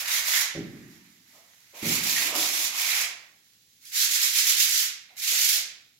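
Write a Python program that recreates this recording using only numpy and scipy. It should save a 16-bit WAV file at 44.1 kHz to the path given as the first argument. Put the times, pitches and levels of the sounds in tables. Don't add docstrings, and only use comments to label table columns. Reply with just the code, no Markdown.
import sys
import numpy as np
from scipy import signal
from scipy.fft import rfft, irfft, next_fast_len
from scipy.io import wavfile
from scipy.ndimage import map_coordinates

SR = 44100
rng = np.random.default_rng(int(sys.argv[2]) if len(sys.argv) > 2 else 0)


def transcribe(signal):
    frames = np.atleast_2d(signal).T
    limited = np.clip(frames, -1, 1)
    pcm = np.round(limited * 32767).astype(np.int16)
    wavfile.write(sys.argv[1], SR, pcm)


N = 264159


def amp(db):
    return 10 ** (np.asarray(db) / 20)


def unit(x):
    return x / np.sqrt(np.mean(x ** 2) + 1e-20)


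def along(points, hz):
    point_hz, values = np.transpose(points)
    return np.interp(np.log(hz + 1), np.log(point_hz + 1), values)


def curves(rows):
    times_s, *columns = np.transpose(rows)
    return [np.interp(np.arange(N) / SR, times_s, column) for column in columns]


def wobble(rate):
    knots = rng.standard_normal(int(N * rate / SR) + 4)
    return map_coordinates(knots, [np.arange(N) * rate / SR])


def filtered(x, response):
    n = x.shape[-1]
    padded = next_fast_len(n + 8192)
    hz = np.fft.rfftfreq(padded, 1 / SR)
    return irfft(rfft(x, padded) * response(hz), padded)[..., :n]


def coloured(x, spectrum):
    return unit(filtered(x, lambda hz: amp(along(spectrum, hz))))


def resonance(hz, centre, width):
    return 1j * hz * width / (centre ** 2 - hz ** 2 + 1j * hz * width)


def grit(rate, spread_db):
    hits = rng.random(N) < rate / SR
    size_db = spread_db * np.minimum(rng.standard_normal(N), 3)
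    return unit(hits * rng.standard_normal(N) * amp(size_db))


# (pitch_hz, likeness from 0 to 1)
ECHO_LIKENESS = [(60, 0.29), (150, 0.85), (300, 0.9), (500, 0.51), (900, 0.13), (2000, 0)]


def diffuse(pair):
    def mid_and_side(hz):
        turn = np.arccos(np.clip(along(ECHO_LIKENESS, hz), -1, 1)) / 2
        return np.array([np.cos(turn), np.sin(turn)])

    mid, side = filtered(pair, mid_and_side)
    return np.array([mid + side, mid - side])


# (pitch_hz, relative level_db)
AIR_SPECTRUM = [(20, -41), (45, -10), (100, 1), (200, -2), (400, -9), (1000, -27), (4000, -3), (15800, -37)]


def still_air():
    return amp(-68) * coloured(diffuse(rng.standard_normal((2, N))), AIR_SPECTRUM)


# (pitch_hz, fade_s)
ECHO_FADE = [(60, 0.75), (130, 1.14), (230, 1.38), (450, 0.76), (1000, 0.68), (2200, 0.59), (5000, 0.47),
             (9000, 0.34), (15000, 0.19)]


def room(x, direct_db, walls_db, echo_db, size):
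    hz, t, z = signal.stft(x, SR, nperseg=size)

    def fade(t60):
        return amp(-60 * t[t < 1.2] / t60) ** 2

    def share(db, energy):
        return amp(db) ** 2 * energy / energy.sum(-1, keepdims=True)

    near_walls = share(walls_db, fade(t60=0.023))
    long_echo = share(echo_db, fade(along(ECHO_FADE, hz)[:, None]))
    energy = np.abs(signal.fftconvolve(np.abs(z) ** 2, near_walls + long_echo, axes=1))[:, :len(t)]
    scatter = signal.stft(diffuse(rng.standard_normal((2, N))), nperseg=size)[2]
    echo = signal.istft(np.sqrt(energy) * scatter / scatter.std(), nperseg=size)[1]
    return amp(direct_db) * x + echo[:, :N]


def paper(x, pitch_hz, core_hz=520, skirt_hz=2400):
    def sheet(hz):
        return resonance(hz, pitch_hz, core_hz) * resonance(hz, pitch_hz, skirt_hz)

    return unit(filtered(x, sheet))


# (pitch_hz, relative level_db)
HISS_SPECTRUM = [(500, -34.5), (1100, -21.5), (1700, -9), (2600, -3.5), (3700, 1.5), (6000, 3.5), (7400, 2),
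                 (12500, -3), (15800, -13)]
# (pitch_hz, relative level_db)
BOARD_SPECTRUM = [(100, -17.5), (250, -15.5), (450, -26), (650, 2), (900, 4), (1300, 5), (2000, -22),
                  (4000, -22.5)]
# (time_s, hiss_db, rasp_db)
RUBBING_LEVELS = [(.75, -57, -56), (1.2, -59, -67.5), (1.7, -56.5, -63.5), (3.3, -61, -74.5), (6, -65, -84)]
RUBBING_SWING_DB, RUBBING_SWINGS_PER_S = 0.2, 9.8


def rubbing():
    hiss_db, rasp_db = curves(RUBBING_LEVELS)
    hiss = amp(hiss_db) * coloured(grit(rate=6000, spread_db=4), HISS_SPECTRUM)
    coarse = grit(rate=1800, spread_db=3)
    board = amp(-8) * coloured(coarse, BOARD_SPECTRUM)
    rasp = amp(rasp_db) * (paper(coarse, pitch_hz=2000) + board)
    waver_db = RUBBING_SWING_DB * wobble(RUBBING_SWINGS_PER_S) + 0.37 * wobble(30)
    return (hiss + rasp) * amp(waver_db)


def skids(events, overtone, overtone_db, width_hz, attack):
    out, t = np.zeros(N + SR), np.arange(SR // 3) / SR
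    for start_s, level_db, pitch_hz, t60 in events:
        def body(hz):
            upper = resonance(hz, overtone * pitch_hz, width_hz)
            return resonance(hz, pitch_hz, width_hz) - amp(overtone_db) * upper

        skid = unit(filtered(rng.standard_normal(len(t)), body))
        envelope = amp(level_db - 60 * t / t60) * (1 - np.exp(-t / attack))
        out[int(start_s * SR):][:len(t)] += envelope * skid
    return out[:N]


# (start_s, level_db, pitch_hz, time to fade by 60 dB fade_s)
KNOCK_EVENTS = [(1.329, -52.5, 665, 0.37), (1.731, -47.5, 530, 0.8), (5.088, -57, 740, 0.44),
                (5.311, -44.5, 570, .3), (5.533, -40, 644, 0.16)]


def knocks():
    return skids(KNOCK_EVENTS, overtone=1.97, overtone_db=-9.5, width_hz=175, attack=0.017)


# (pitch_hz, width_hz, relative level_db)
GROAN_RESONANCES = [(309, 22, 4.5), (647, 120, -1), (1110, 330, -4.5)]
GROAN_PEAK_S, GROAN_DB, GROAN_RISE_DB_PER_S, GROAN_FALL_DB_PER_S = 2.352, -33, 108, 146


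def groan():
    t = np.arange(N) / SR - GROAN_PEAK_S
    level_db = GROAN_DB + np.minimum(GROAN_RISE_DB_PER_S * t, -GROAN_FALL_DB_PER_S * t)

    def body(hz):
        return sum((-1) ** k * amp(db) * resonance(hz, centre, width)
                   for k, (centre, width, db) in enumerate(GROAN_RESONANCES))

    slips = grit(rate=700, spread_db=0.5)
    return amp(level_db) * unit(filtered(slips, body))


# (start_s, length_s, level_db)
LURCH_EVENTS = [(0.551, 0.073, -27), (1.827, .08, -26)]
RATTLE_SCATTER_S = 0.00287
RATTLE_EDGE_DB = -1.5


def rattle(count=5):
    blows = []
    for start_s, length_s, level_db in LURCH_EVENTS:
        for u in np.linspace(0, 1, count):
            blow_s = start_s + u * length_s + RATTLE_SCATTER_S * rng.standard_normal()
            blows.append((blow_s, level_db + RATTLE_EDGE_DB * (2 * u - 1) ** 2))
    return blows


# (pitch_hz, relative level_db, time to fade by 60 dB fade_s)
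PLATFORM_RING = [(45, -41, 0.22), (103, -16, 0.15), (159.6, -4, 0.15), (225, -14, 0.52), (240, -0.5, 0.077),
                 (298, -1.5, 0.056), (335, -0.5, 0.068), (404, -7, 0.095), (562, -6.5, 0.048),
                 (756, -17.5, 0.064)]


def thumps(attack=0.0038):
    out, t = np.zeros(N + SR), np.arange(SR // 2) / SR
    for start_s, level_db in rattle():
        ring = np.zeros(len(t))
        for pitch_hz, mode_db, t60 in PLATFORM_RING:
            strength = amp(mode_db + 2 * rng.standard_normal() - 60 * t / t60)
            ring += strength * np.sin(2 * np.pi * (pitch_hz * t + rng.random()))
        ring = ring * (1 - np.exp(-t / attack))
        out[int(start_s * SR):][:len(t)] += amp(level_db) * ring / np.abs(ring).max()
    return out[:N]


# (start_s, level_db, pitch_hz, time to fade by 60 dB fade_s)
CATCH_EVENTS = [(.08, -31, 2060, 0.44), (.18, -32, 2170, 0.11), (.333, -26.5, 1850, 0.33),
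                (.478, -43.5, 1930, 0.62), (1.843, -31, 2250, 0.1), (2.16, -29.5, 1900, 0.31),
                (2.84, -32.5, 2360, 0.38), (2.9, -27, 2220, 0.3), (2.97, -33.5, 1810, 0.37),
                (5.09, -57.5, 2219, .4)]


def chatter():
    return skids(CATCH_EVENTS, overtone=1.85, overtone_db=-4, width_hz=250, attack=0.0025)


# (start_s, length_s, relative level_db)
STROKE_EVENTS = [(-.105, 0.14, -18), (0.034, 0.2, -22.5), (0.215, 0.24, -22), (.89, 0.089, -48),
                 (1.243, 0.19, -55), (1.736, 0.1, -35.5), (1.811, 0.21, -23.5), (1.992, .33, -24),
                 (2.32, 0.19, -21.5), (2.47, 0.24, -24), (2.717, 0.35, -24.5), (3.8, 0.16, -41.5),
                 (3.913, 0.18, -18.5), (4.076, 0.12, -16), (4.175, 0.15, -17.5), (4.304, 0.14, -17.5),
                 (4.419, 0.14, -16), (4.535, 0.15, -17.5), (4.646, 0.24, -21), (5.155, 0.1, -26),
                 (5.205, 0.2, -20), (5.338, .27, -20)]
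# (from_s, rasp_db, board_db, rasp pitch_hz)
WALL_PATCHES = [(-.2, -10.5, -21.5, 2060), (1.7, -9, -21.5, 2270), (2.3, -13, -21.5, 2290),
                (2.7, -8, -18.5, 2240), (3.7, -17.5, -63, 2120), (5.1, -16.5, -51, 2260)]
SPEED_UP_S, SLOW_DOWN_S = 0.093, 0.09
HISS_GROWS, BODY_GROWS = 1.155, 0.46


def sanding():
    t = np.arange(N) / SR
    fine = coloured(grit(rate=14000, spread_db=6.0), HISS_SPECTRUM)
    coarse = grit(rate=3300, spread_db=2.5)
    board = coloured(grit(rate=1300, spread_db=3), BOARD_SPECTRUM)

    def ease(u):
        return np.sin(np.pi / 2 * np.clip(u, 0, 1))

    out = np.zeros(N)
    for start_s, length_s, level_db in STROKE_EVENTS:
        end_s = start_s + length_s
        _, rasp_db, board_db, pitch_hz = [patch for patch in WALL_PATCHES if patch[0] <= start_s][-1]
        on = (t > start_s) & (t < end_s)
        speed = ease((t[on] - start_s) / SPEED_UP_S) * ease((end_s - t[on]) / SLOW_DOWN_S)
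        body = amp(rasp_db) * paper(coarse[on], pitch_hz) + amp(board_db) * board[on]
        out[on] += amp(level_db) * (speed ** HISS_GROWS * fine[on] + speed ** BODY_GROWS * body)
    flutter_db = 0.68 * wobble(90) + 2.04 * wobble(260)
    return out * amp(flutter_db)


def scene():
    air = still_air()
    contacts = room(knocks() + groan(), direct_db=-3.5, walls_db=-9, echo_db=-1.0, size=1024)
    boom = room(thumps(), direct_db=-1.0, walls_db=-9.5, echo_db=-2.0, size=1024)
    catches = room(chatter(), direct_db=-5.5, walls_db=0, echo_db=-0.5, size=512)
    scrape = room(sanding() + rubbing(), direct_db=-20.5, walls_db=-7.0, echo_db=-1.5, size=256)
    return air + contacts + boom + catches + scrape


# (pitch_hz, level_db)
PORT_COLOUR = [(5000, -1), (7400, -1.5), (8000, -7), (8500, -10), (9600, -5.5), (11200, -1.5), (12600, 2),
               (14200, 3.5), (15800, 5.5)]
# (pitch_hz, left minus right level_db)
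LEFT_MINUS_RIGHT = [(300, -1), (900, -3), (1400, -6.5), (2000, -6.5), (3000, -7.5), (3900, -4.5),
                    (4600, -2), (6200, -4), (8200, -7.5), (11500, -8), (13200, -5.5), (14800, -1.5)]
TOP_HZ = 15780


def record(dry):
    def ports(hz):
        lean_db = np.array([[0.5], [-0.5]]) * along(LEFT_MINUS_RIGHT, hz)
        return amp(along(PORT_COLOUR, hz) + lean_db) * (hz < TOP_HZ)

    return filtered(dry, ports)


dry = scene()
out = record(dry)
transcribe(out)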